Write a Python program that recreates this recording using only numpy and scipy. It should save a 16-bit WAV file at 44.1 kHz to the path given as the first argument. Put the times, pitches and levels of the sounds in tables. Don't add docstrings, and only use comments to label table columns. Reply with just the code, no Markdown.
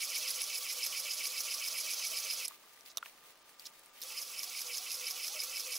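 import sys
import numpy as np
from scipy import signal
from scipy.fft import rfft, irfft, next_fast_len
from scipy.io import wavfile
from scipy.ndimage import uniform_filter1d

SR = 44100
rng = np.random.default_rng(int(sys.argv[2]) if len(sys.argv) > 2 else 0)


def nominal_scale(level):
    x = np.asarray(level, float) / 20
    return 10 ** x


def store_pcm(level_fs):
    pcm = np.round(np.clip(level_fs, -1, 1) * 32767).astype(np.int16)
    wavfile.write(sys.argv[1], SR, np.atleast_2d(pcm).T)


N = 255151
NEEDLES = 72
EDGE_HZ = 15790

# [t/s, trip level/dB, spring-back level/dB]
TURNS = [(0.0444, -33, -35), (0.178, -22, -26.5), (0.3031, -24, -25.5), (0.4356, -39, -42),
         (0.5753, -35, -34), (0.7232, -27, -35), (0.862, -16.5, -27), (0.9949, -21, -28),
         (1.1341, -23.5, -36), (1.267, -22, -30), (1.4034, -19, -31), (1.5395, -22, -29),
         (1.675, -27, -27.5), (1.8041, -42, -31), (1.934, -20.5, -33), (2.0669, -40, -47),
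         (2.1964, -38, -37), (2.3301, -32, -32), (2.4801, -40, -52), (4.0158, -50, -38),
         (4.2142, -25, -31.5), (4.43, -20.5, -28), (4.6048, -24.5, -29), (4.7702, -25, -29.5),
         (4.9412, -24, -33), (5.0999, -24, -26.5), (5.2691, -24, -28), (5.434, -20, -29.5),
         (5.5946, -21, -26.5), (5.7536, -23.5, -27)]


def evened(x):
    return x / np.sqrt(np.mean(x ** 2) + 1e-20)


def peaked(x):
    return x / abs(x).max()


def read(points, hz):
    f, value = np.transpose(points)
    return np.interp(np.log(hz + 1), np.log(f + 1), value)


def add(mix, s, sound):
    part = mix[..., round(s * SR):][..., :sound.shape[-1]]
    part += sound[..., :part.shape[-1]]


def ring(x, modes):
    out = np.zeros(x.shape)
    for k, (hz, width, db) in enumerate(modes):
        r = np.exp(-np.pi * width / SR)
        pole = r * np.exp(2j * np.pi * hz / SR)
        resonance = signal.lfilter([1 - r], [1, -pole], x).real
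        out += (-1) ** k * nominal_scale(db) * 2 * resonance
    return out


def coloured(x, points):
    size = next_fast_len(N)
    response = nominal_scale(read(points, np.fft.rfftfreq(size, 1 / SR)))
    return irfft(rfft(x, size) * response, size)[..., :N]


def load(lobes, turns):
    grid = np.arange(256) / 256
    lift_db = 0
    for at, width, db in lobes:
        distance = (grid - at + .5) % 1 - .5
        lift_db = lift_db + db * np.exp(-.5 * (distance / width) ** 2)
    return lift_db[(turns % 1 * 256).astype(int)]


def moving():
    t = np.arange(N) / SR
    stop_s, brake_db_per_s, start_s, pick_up_db_per_s = 2.457, 1298, 4.045, 400
    braking_db = (stop_s - t) * brake_db_per_s
    starting_db = (t - start_s) * pick_up_db_per_s
    return np.clip(np.maximum(braking_db, starting_db), -70, 0)


def angle():
    pull, fastest_turn = .17, .34
    s = np.array([row[0] for row in TURNS])
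    s = np.concatenate([[2 * s[0] - s[1]], s, [2 * s[-1] - s[-2]]])
    turns = np.interp(np.arange(N) / SR, s, np.arange(len(s)))
    swing = 1 + np.sin(2 * np.pi * (turns - fastest_turn))
    return turns, turns + pull / (2 * np.pi) * swing


def strikes(turns, offset, decay_s, uneven_db, late):
    needle = np.floor(NEEDLES * turns + offset).astype(int)
    size, lag = rng.standard_normal((needle.max() + 1, 2)).T
    at = np.flatnonzero(np.diff(needle) > 0)
    struck = needle[at]
    hits = np.zeros(N)
    hits[np.clip(at + (late * SR * lag[struck]).astype(int), 0, N - 1)] = nominal_scale(uneven_db * size[struck])
    rattle = signal.lfilter([1], [1, -np.exp(-1 / (decay_s * SR))], hits)
    return evened(hits), evened(rattle)


def machine():
    # [t/s, level/dB]
    crank = [(0, 1), (.8, 0.5), (1.6, 0.35), (2, 1.5), (2.45, 0.5), (4.03, -5.5), (4.1, -3.5), (4.2, -1.5),
             (4.3, -4), (4.45, -2.5), (4.7, -1.5), (5.1, -1), (5.8, -1)]
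    # [f/Hz, bandwidth/Hz, level/dB, lateness of its loud side/turns]
    frame = [(326, 21, -34, 0.31), (507, 20.7, -13.5, 0.026), (620, 44, -26, -0.23),
             (786, 80, -25.5, -0.085), (1150, 62, -14.5, -0.014), (1348, 45, -17, 0.12)]
    cylinder = [(2090, 170, -14, .03), (2280, 147, -6, 0.035), (2490, 120, -8, 0.022),
                (2633, 173, -6, -0.035), (2996, 270, -8.5, -0.017), (3294, 330, -16, -.4)]
    needle = [(5040, 330, -1, -0.0094), (5260, 480, -3, 0.0063)]
    hook = [(3740, 1090, -13.5, -0.078), (4423, 950, -9, -0.084), (5723, 260, -3.5, -0.0031),
            (6243, 270, -4.5, 0.0085), (6700, 590, -9.5, .015)]
    latch = [(7640, 270, -13, -0.0076), (9440, 390, -12.5, -0.03), (10370, 610, -7, -0.0095),
             (11370, 660, -9, .03), (12600, 250, -8.5, .06)]
    yarn_guide = [(8050, 2200, -19.5, 0.048), (13100, 620, -30, 0.02), (14950, 960, -14.5, 0.024)]
    # [position/turns, width/turns, lift level/dB]
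    frame_load = [(0.45, .2, 10), (0.04, 0.069, 8.5)]
    cylinder_load = [(0.498, 0.08, 9.55), (.65, 0.054, 11.2), (0.841, 0.069, 14)]
    needle_load = [(0.66, 0.18, 3.8), (0.829, 0.057, 13.4), (.02, 0.033, 9.4)]
    hook_load = [(0.39, 0.12, 7.7), (0.885, 0.13, 10.1), (0.015, 0.041, 4.7)]
    latch_load = [(0.41, 0.071, 3.9), (0.844, 0.081, 11.8), (0.032, 0.052, 9.8)]
    guide_load = [(0.46, 0.12, 3.8), (0.95, 0.039, 1.56), (0.013, 0.019, 5.7)]
    # modes, loads, unloaded dB, share of effort followed, friction, share of like knocks, bunching dB
    parts = [(frame, frame_load, -12, .3, 1.5, .3, 2.2),
             (cylinder, cylinder_load, -12, 1.1, .4, 2.2, 1.3),
             (needle, needle_load, -11, 1.1, .55, .7, 1.9),
             (hook, hook_load, -9.5, 1.1, .55, .7, 1.6),
             (latch, latch_load, -9, .9, .6, 0, 1.8),
             (yarn_guide, guide_load, -2.5, .7, .9, 0, 1.2)]
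    full_db, clump_s = -30.5, .018
    t = np.arange(N) / SR
    turns, carriage = angle()
    effort_db = np.interp(t, *np.transpose(crank))
    moving_db = moving()
    out = np.zeros((2, N))
    for k, (modes, lobes, rest_db, follow, slide, alike, bunch_db) in enumerate(parts):
        knocks, rattle = strikes(carriage, offset=k / 6, decay_s=.0006, uneven_db=3.0, late=.00003)
        for hz, width, db, late in modes:
            clump_db = bunch_db * np.interp(t / clump_s, np.arange(1000), rng.standard_normal(1000))
            round_db = rest_db + load(lobes, turns - late) + clump_db
            paths = 1 + (hz > 6000)
            friction = slide * nominal_scale(-.5 * round_db)
            noise = (rattle + friction) * rng.standard_normal((paths, N), np.float32)
            level = nominal_scale(full_db + follow * effort_db + moving_db + round_db)
            rung = ring(level * (noise + alike * knocks), [(hz, width, db)])
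            if 1900 < hz < 7000:
                rung = ring(rung, [(hz, width, 0)])
            out[:paths] += rung
    return out


def counter():
    # [f/Hz, bandwidth/Hz, level/dB]
    counter_modes = [(3640, 1760, -16), (5100, 300, 2), (6170, 890, -6), (11060, 1760, -11),
                     (13950, 1420, -7)]
    out, t = np.zeros(N), np.arange(1500) / SR
    gaps = np.minimum(np.diff([row[0] for row in TURNS], prepend=-.09), .175)
    for (s, trip_db, back_db), gap in zip(TURNS, gaps):
        a, b, c = rng.standard_normal((3, len(t)))
        lever = peaked(ring(nominal_scale(-60 * t / 0.027) * a * np.minimum(t / 0.0026, 1), counter_modes))
        snap = peaked(ring(nominal_scale(-60 * t / 0.0066) * b, [(14600, 2300, 0)]))
        spring = peaked(ring(nominal_scale(-60 * t / 0.043) * c * np.minimum(t / 0.0031, 1), counter_modes))
        add(out, s, nominal_scale(trip_db - 6.5) * (lever + .5 * snap))
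        add(out, s + 0.11 * gap - .01, nominal_scale(back_db) * spring)
    return out


def gear():
    # [multiple, level/dB]
    harmonics = [(1, -62.5), (2, -63)]
    # [position/turns, width/turns, lift level/dB]
    gear_load = [(.42, 0.2, 12.7)]
    # [f/Hz, bandwidth/Hz, level/dB]
    gear_box = [(528, 70, 0.5), (635, 87, 1), (1146, 150, -1.5)]
    turns, carriage = angle()
    uneven_db = 4 * np.interp(2 * turns, np.arange(80), rng.standard_normal(80))
    slack = 0.82 * evened(uniform_filter1d(rng.standard_normal(N), size=900))
    phase = 2 * np.pi * NEEDLES * carriage + slack
    tone = sum(nominal_scale(db) * np.sin(k * phase) for k, db in harmonics)
    housed = ring(ring(tone, gear_box), gear_box)
    return housed * nominal_scale(load(gear_load, turns) - 12 + uneven_db + moving())


def glides(rows):
    out = np.zeros(N)
    for s, length, from_hz, glide, db in rows:
        hz = from_hz * np.geomspace(1, glide, round(length * SR))
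        tremble = evened(uniform_filter1d(rng.standard_normal(SR // 4), 400))[:len(hz)]
        hz = hz * (1 + 0.019 * tremble)
        tone = np.sin(2 * np.pi * np.cumsum(hz) / SR)
        add(out, s, nominal_scale(db) * tone * np.hanning(len(hz)) ** 0.2)
    return out


def whines():
    # [t/s, duration/s, f/Hz, level/dB]
    held = [
        (.2, 0.054, 502, -79),
        (.75, 0.083, 498, -61.5),
        (1.2, .16, 1150, -59),
        (4.64, .1, 497, -56.5),
        (4.76, .044, 1157, -67),
        (4.96, 0.116, 494, -60),
        (5.41, 0.13, 499, -61),
        (5.62, .11, 499.7, -56.5),
    ]
    return glides([(s, length, hz, 1, db) for s, length, hz, db in held])


def squeaks():
    # [t/s, initial f/Hz, glide ratio, level/dB]
    pulls = [(.19, 600, 1.04, -60), (1.69, 600, 1.06, -65), (1.83, 620, 1.07, -59), (2.09, 620, 1.05, -66),
             (4.02, 476, 1.2, -59), (4.1, 874, 1, -63), (4.45, 730, 1.03, -60.5), (4.79, 720, 1.14, -58.5),
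             (5.12, 735, 1.05, -61), (5.29, 745, 1.2, -60), (5.34, 667, 0.86, -53)]
    return glides([(s, 0.053, *rest) for s, *rest in pulls])


def scrapes():
    # [t/s, duration/s, level/dB]
    drags = [
        (2.887, 0.033, -47.5),
        (3.649, 0.0265, -38),
    ]
    out = np.zeros(N)
    for s, length, db in drags:
        n = round(length * SR)
        swell = np.linspace(.4, 1, n) * signal.windows.tukey(n, .3)
        grain = evened(uniform_filter1d(rng.standard_normal(SR // 10), size=40))
        grit = rng.standard_normal(SR // 10) * nominal_scale(4.1 * grain)
        add(out, s, nominal_scale(db) * swell * grit[:n])
    return ring(out, [(3660, 780, -1.5), (5200, 900, 0.55), (6500, 700, -1)])


def taps():
    # [t/s, peak level/dB, f/Hz, bright tick level/dB, left-right level/dB]
    clinks = [(2.474, -35, 5240, -13, -4), (2.4806, -27, 10900, -8.5, -8), (2.482, -33, 7500, -2, -6),
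               (2.809, -45, 5800, -21, 8), (2.861, -37.5, 4800, -15, 0), (2.902, -43, 5100, -21, -2.5),
              (2.913, -45, 6700, -23, -1), (2.9718, -34, 3800, 6, -4), (2.972, -22, 5840, -13, -7),
              (2.981, -32, 3650, -2.5, -3), (3.596, -37, 4860, -3.5, .4), (3.655, -40, 4320, -19, -6),
              (3.661, -38, 5100, -4, 6), (3.665, -38, 6700, -25, -12), (3.6683, -31, 5100, -18, -5),
              (4.0045, -44, 9050, 0, -4.5), (4.017, -31.5, 13800, -3, -7), (4.0217, -29.5, 5400, -16, -2),
              (4.028, -36, 5960, 0, 4), (4.033, -43, 4300, -5, 0), (4.0352, -29.5, 6300, -6, 0)]
    # [t/s, peak level/dB, f/Hz, bright tick level/dB]
    dull_taps = [(2.509, -44.5, 1160, -20), (2.519, -48, 1200, -20), (2.638, -54, 1150, -12),
                 (2.675, -60, 1230, -25), (2.775, -52, 1990, -19), (2.9715, -45.5, 670, -34),
                 (2.973, -43.5, 1300, -30), (2.982, -44, 1150, -35), (3.028, -32, 1390, -32),
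                 (3.0598, -50, 1120, -18), (3.064, -45, 1780, -12), (3.184, -56, 1790, -17),
                 (3.226, -54, 1790, -16), (3.493, -54, 1760, 4), (3.975, -50, 2960, -11)]
    # [t/s, peak level/dB, f/Hz]
    ticks = [
        (2.733, -49, 9300),
        (3.0268, -41, 2900),
        (3.0508, -50, 2700),
        (3.0597, -36, 2680),
        (3.699, -50, 9300),
        (3.794, -44, 9900),
        (3.86, -45, 9800),
    ]
    clink_t60_s, tick_t60_s, tap_cycles = .017, .007, 45
    rows = [(*row, clink_t60_s) for row in clinks]
    rows += [(*row, 0, tap_cycles / row[2]) for row in dull_taps]
    rows += [(s, db, hz, -7, 1.5, tick_t60_s) for s, db, hz in ticks]
    out, t = np.zeros((2, N)), np.arange(3000) / SR
    for s, peak_db, hz, tick_db, pan_db, t60 in rows:
        a, b = rng.standard_normal((2, len(t)))
        fall = nominal_scale(-60 * t / t60)
        modes = [(hz, 3.44 / t60, 0), (1.55 * hz, 0.2 * hz, -14),
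                 (2.22 * hz, 0.32 * hz, -17), (0.747 * hz, 0.14 * hz, -16)]
        body = peaked(ring((a + 5.8) * fall ** 6.1, modes))
        crack = peaked(ring(b * fall ** 0.66, [(3650, 1200, 3), (6400, 2900, -1),
                                               (9200, 1600, 2.5), (13100, 3500, -1.0)]))
        sides = nominal_scale(peak_db + np.array([[.5], [-.5]]) * pan_db)
        add(out, s, sides * (body + nominal_scale(tick_db) * crack))
    return out


def ports(shared, apart):
    # [f/Hz, left-right correlation]
    same = [(1000, 1), (4000, 1), (7000, 0.96), (10000, 1), (12500, 0.19), (16000, 0.17)]
    # [f/Hz, left-right level/dB]
    lean_db = [(300, 1.5), (700, 0.9), (2600, -1.3), (4400, -3), (8100, -3.5), (15000, -3)]
    size = next_fast_len(N)
    hz = np.fft.rfftfreq(size, 1 / SR)
    spread = np.arccos(np.clip(read(same, hz), 0, 1)) / 2
    lean = nominal_scale(np.array([[.5], [-.5]]) * read(lean_db, hz))
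    middle = np.cos(spread) * rfft(shared, size)
    side = np.array([[1], [-1]]) * np.sin(spread) * rfft(apart, size)
    return irfft(lean * (middle + side), size)[:, :N]


def rustle():
    # [t/s, duration/s, level/dB]
    strokes = [(2.454, 0.13, -55), (2.52, 0.39, -64.5), (2.843, .06, -53.5), (2.902, 0.037, -64),
               (3.021, .1, -56.5), (2.98, 0.29, -67), (3.212, 0.14, -59), (3.43, 0.13, -66),
               (3.565, 0.16, -56), (3.702, 0.13, -64), (3.81, 0.099, -66), (3.917, 0.19, -55.5)]
    # [f/Hz, level/dB]
    colour = [(800, -25), (2000, 4.5), (3600, 2.5), (8000, -2.5), (11500, -1), (14000, -2), (16500, 5.5)]
    level = np.full(N, nominal_scale(-61.5))
    for s, length, db in strokes:
        add(level, s, nominal_scale(db) * signal.windows.tukey(round(length * SR), 0.75))
    crackle = nominal_scale(2.0 * evened(uniform_filter1d(rng.standard_normal(N), 90)))
    fibres = rng.standard_normal((2, N)) * crackle
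    fibres += 0.13 * rng.standard_normal(N)
    return evened(coloured(fibres, colour)) * level


def room(x):
    t = np.arange(6000) / SR
    tail = rng.standard_normal((2, len(t))) * nominal_scale(-60 * t / .12) * (t > .003)
    return signal.fftconvolve(x, tail / np.linalg.norm(tail[0]), axes=1)[:, :N]


def room_tone():
    # [f/Hz, level/dB]
    air = [(20, 12), (60, -11.5), (200, -7), (460, -2.5), (1300, -3), (2500, -12), (5000, -12),
           (10000, -15), (13000, -49), (16000, -44)]
    shared, left, right = rng.standard_normal((3, N))
    return nominal_scale(-64) * evened(coloured(shared + 0.19 * np.array([left, right]), air))


def hum():
    # [f/Hz, level/dB]
    tones = [(1200, -74), (910, -83), (1790, -96)]
    t = np.arange(N) / SR
    waver = nominal_scale(2.2 * evened(uniform_filter1d(rng.standard_normal(N), 2500)))
    phase = np.array([[.4], [-.4]])
    return waver * sum(nominal_scale(db) * np.sqrt(2) * np.sin(2 * np.pi * hz * t + phase) for hz, db in tones)


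def starved(x):
    hz, t, z = signal.stft(x, SR, nperseg=1024)
    treble = (hz > 6000) & (hz < EDGE_HZ)
    power = uniform_filter1d((abs(z) ** 2).sum(0), size=9, axis=0)
    mute = (power < np.percentile(power[treble], 4.0)) & treble[:, None]
    return signal.istft(z * np.where(mute, .03, 1), SR, nperseg=1024)[1][:, :N]


def scene():
    shared, apart = machine()
    shared = shared + counter() + gear() + whines() + squeaks() + scrapes()
    near = ports(shared, apart) + taps()
    near = signal.sosfilt(signal.butter(3, 300, "high", fs=SR, output="sos"), near)
    return near + nominal_scale(-43.5) * room(near) + rustle() + room_tone() + hum()


def roll_off(x):
    return signal.sosfilt(signal.butter(12, 17030, fs=SR, output="sos"), x)


def record(dry):
    thin = signal.sosfilt(signal.butter(1, 150, "high", fs=SR, output="sos"), dry)
    band_limit = signal.firwin(1023, EDGE_HZ, window=("kaiser", 6), fs=SR)
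    thin = signal.oaconvolve(thin, band_limit[None], "same")
    mix = starved(thin)
    return roll_off(mix)


dry = scene()
out = record(dry)
store_pcm(out)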